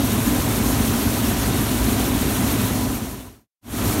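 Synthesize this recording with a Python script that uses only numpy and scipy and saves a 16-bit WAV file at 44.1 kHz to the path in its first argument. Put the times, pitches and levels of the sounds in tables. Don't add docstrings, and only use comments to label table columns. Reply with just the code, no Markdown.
import sys
import numpy as np
from scipy import signal
from scipy.fft import rfft, irfft
from scipy.io import wavfile

SR = 44100
rng = np.random.default_rng(int(sys.argv[2]) if len(sys.argv) > 2 else 0)


def wrap_up_sound(samples):
    columns = np.atleast_2d(samples).T
    tamed = np.clip(columns, -1, 1)
    steps = np.round(tamed * 32767).astype(np.int16)
    wavfile.write(sys.argv[1], SR, steps)


N = 176400

# (frequency [Hz], relative density [dB])
AIR_SPECTRUM = [(22, -34.5), (30, -22.5), (42, -11.2), (55, 1), (75, -4.5), (92, -4.5), (122, -4.5),
                (165, -9.5), (195, -6), (220, -1.5), (285, -2.5), (320, -10), (400, -13.5), (480, -19)]
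# (frequency [Hz], level [dB], line width [Hz])
DRIVE_TONES = [(256, -34.5, 12), (416.7, -49.5, 11), (688, -49.5, 40), (1015, -50, 9.2)]
# (time [s], level [dB])
PING_EVENTS = [(.27, -39), (.75, -37), (1.17, -37), (1.31, -43), (2.09, -36), (2.38, -46), (2.67, -36),
               (2.83, -33.5), (2.99, -32.5), (3.135, -35), (3.29, -33.5)]
# (time [s], level [dB])
SQUEAK_EVENTS = [(.14, -35), (.356, -38), (.884, -35), (1.335, -35), (1.627, -35), (2.07, -34),
                 (2.224, -33), (2.521, -31), (2.675, -37), (2.96, -32.5), (3.117, -38), (3.417, -33)]
# (phase [strokes], width [strokes], height [dB])
STROKE_SURGES = [(.42, .14, 2.05), (0.801, 0.14, 2.5)]
# (frequency [Hz], gain [dB])
GRAIN_SPECTRUM = [(400, -1.5), (490, -11), (550, -3.5), (670, -4), (760, -6.5), (1050, -7.5), (1400, -10),
                  (2000, -13), (3000, -14), (3700, -14.5), (4400, -16), (4930, -19.5), (5400, -17),
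                  (5800, -15.5), (7200, -16), (7700, -17.5), (8300, -15.5), (9000, -15), (10000, -15.9),
                  (10450, -18), (10900, -13), (11700, -11.5), (12300, -13.5), (13000, -10.5), (13700, -19),
                  (15500, -16.5)]
# (frequency [Hz], rate [1/s], surge share [ratio], flutter [dB])
KERNEL_CONTACTS = [(517, 6000, 0.11, 1.03), (1540, 7000, 0.17, 0), (4020, 10000, 0.36, -1.38),
                   (9000, 13000, 1.2, 0.46), (12500, 11000, 1.4, 0.75)]
BAND_EDGES_HZ = [200, 800, 1500, 2600, 4000, 6000, 8000, 10500, 13500, 17000]
# (time [s], gain [dB])
SIZZLE_ENVELOPE = [(0, -2), (1.05, -1.5), (1.4, -3), (2.7, -2.5), (4, -2)]

STROKE_HZ, STROKE_START_S, STROKE_RESTART_S = 6.68, 0.0011, 3.805
FADE_OUT_S, SILENT_FROM_S, SILENT_TO_S, FULL_AGAIN_S = 2.485, 3.483, 3.609, 3.89
TIME_S = np.arange(N) / SR
BIN_HZ = np.arange(N // 2 + 1) * SR / N


def from_db(db):
    return 10 ** (np.asarray(db) / 20)


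def unit_rms(x):
    return x / np.sqrt(np.mean(x ** 2) + 1e-20)


def colour(x, spectrum, skirt_db_per_octave=90):
    hz, db = np.transpose(spectrum)
    octave, knots = np.log2(np.maximum(BIN_HZ, 1)), np.log2(hz)
    octaves_beyond = np.abs(octave - np.clip(octave, knots.min(), knots.max()))
    gain = from_db(np.interp(octave, knots, db) - skirt_db_per_octave * octaves_beyond)
    return unit_rms(irfft(rfft(x) * gain, N))


def band(x, low_hz, high_hz):
    return irfft(rfft(x) * ((BIN_HZ >= low_hz) & (BIN_HZ < high_hz)), N)


def narrow_noise(hz, width_hz):
    response = 1 / (1 + ((BIN_HZ - hz) / (width_hz / 2)) ** 2)
    return unit_rms(irfft(rfft(rng.standard_normal(N)) * response, N))


def drift(rate_hz):
    return narrow_noise(0, 2 * rate_hz)


def reflections(x, count=30, level_db=-25.5, span_s=.025):
    out = x.copy()
    for lag_s, sign in zip(rng.uniform(.002, span_s, count), rng.choice([-1, 1], count)):
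        gain = sign * from_db(level_db) * np.exp(-lag_s / span_s)
        out += gain * np.roll(x, int(lag_s * SR))
    return out * np.std(x) / np.std(out)


def deck_strokes():
    origin_s = np.where(TIME_S < SILENT_TO_S, STROKE_START_S, STROKE_RESTART_S)
    return STROKE_HZ * (TIME_S - origin_s)


def fan(blade_hz=104.95, level_db=-30.5, waver_db=1):
    phase_rad = 2 * np.pi * (blade_hz * TIME_S + rng.random()) + 0.46 * drift(2.5)
    hum = np.sqrt(2) * np.sin(phase_rad) * from_db(level_db - waver_db * drift(1.3))
    drive = sum(from_db(db) * narrow_noise(hz, width_hz) for hz, db, width_hz in DRIVE_TONES)
    return hum + drive


def air(strokes, level_db=-21, throb_db=0.9, flutter_db=0.67):
    roar = colour(rng.standard_normal(N), AIR_SPECTRUM)
    judder = np.cos(2 * np.pi * 4 * (strokes - .12))
    return roar * from_db(level_db + throb_db * judder + flutter_db * drift(28))


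def rubs(events, hz, width_hz, sigma_s=.011):
    envelope = sum(from_db(db) * np.exp(-.5 * ((TIME_S - at_s) / sigma_s) ** 2) for at_s, db in events)
    return envelope * narrow_noise(hz, width_hz)


def metal_pings():
    return rubs(PING_EVENTS, hz=991, width_hz=18)


def deck_squeaks():
    return rubs(SQUEAK_EVENTS, hz=11950, width_hz=350)


def surge_db(strokes):
    db = 0
    for phase, width, height_db in STROKE_SURGES:
        offset = (strokes - phase + .5) % 1 - .5
        db += height_db * np.exp(-.5 * (offset / width) ** 2)
    return db - db.mean()


def kernel_ticks(low_hz=800, high_hz=14000, t60_s=0.028, count=1600):
    age_s = np.arange(SR // 20) / SR
    decay = np.exp(-np.log(1000) * age_s / t60_s)
    out = np.zeros(N + len(age_s))
    for when, pitch, size in rng.random((count, 3)):
        hz = low_hz + pitch * (high_hz - low_hz)
        start = int(when * N)
        out[start:start + len(age_s)] += size ** 2 * np.sin(2 * np.pi * hz * age_s) * decay
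    return unit_rms(out[:N])


def kernel_contacts(rate_per_s, spread_db=0.5):
    hits = rng.random(N) < rate_per_s / SR
    sizes = from_db(spread_db * np.minimum(rng.exponential(1, N), 4))
    return unit_rms(hits * sizes * rng.choice([-1, 1], N))


def grain(strokes, level_db=-26, tick_gain_db=-16, wander_db=0.47, flutter_hz=22, sizzle_above_hz=10000):
    flow_db = surge_db(strokes) + wander_db * drift(7.5)
    sizzle_db = np.interp(TIME_S, *np.transpose(SIZZLE_ENVELOPE))
    hz, *columns = np.transpose(KERNEL_CONTACTS)
    kernels = from_db(tick_gain_db + flow_db) * kernel_ticks()
    for low_hz, high_hz in zip(BAND_EDGES_HZ, BAND_EDGES_HZ[1:]):
        log_centre = np.log(low_hz * high_hz) / 2
        rate_per_s, share, flutter_db = (np.interp(log_centre, np.log(hz), col) for col in columns)
        gain_db = share * flow_db + flutter_db * drift(flutter_hz)
        if low_hz > sizzle_above_hz:
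            gain_db += sizzle_db
        kernels += from_db(gain_db) * band(kernel_contacts(rate_per_s), low_hz, high_hz)
    return from_db(level_db) * colour(kernels, GRAIN_SPECTRUM)


def scene():
    strokes = deck_strokes()
    machine = deck_squeaks() + metal_pings() + air(strokes) + fan() + reflections(grain(strokes))
    return np.array([machine, machine])


def record(dry, hiss_db=-96, cutoff_hz=15750):
    fader = np.interp(TIME_S, [FADE_OUT_S, SILENT_FROM_S, SILENT_TO_S, FULL_AGAIN_S], [1, 0, 0, 1])
    faded = dry * np.sin(np.pi / 2 * fader) ** 2
    hiss = from_db(hiss_db) * rng.standard_normal(N)
    lowpass = signal.ellip(12, .2, 90, cutoff_hz, fs=SR, output="sos")
    return signal.sosfilt(lowpass, faded + hiss)


dry = scene()
out = record(dry)
wrap_up_sound(out)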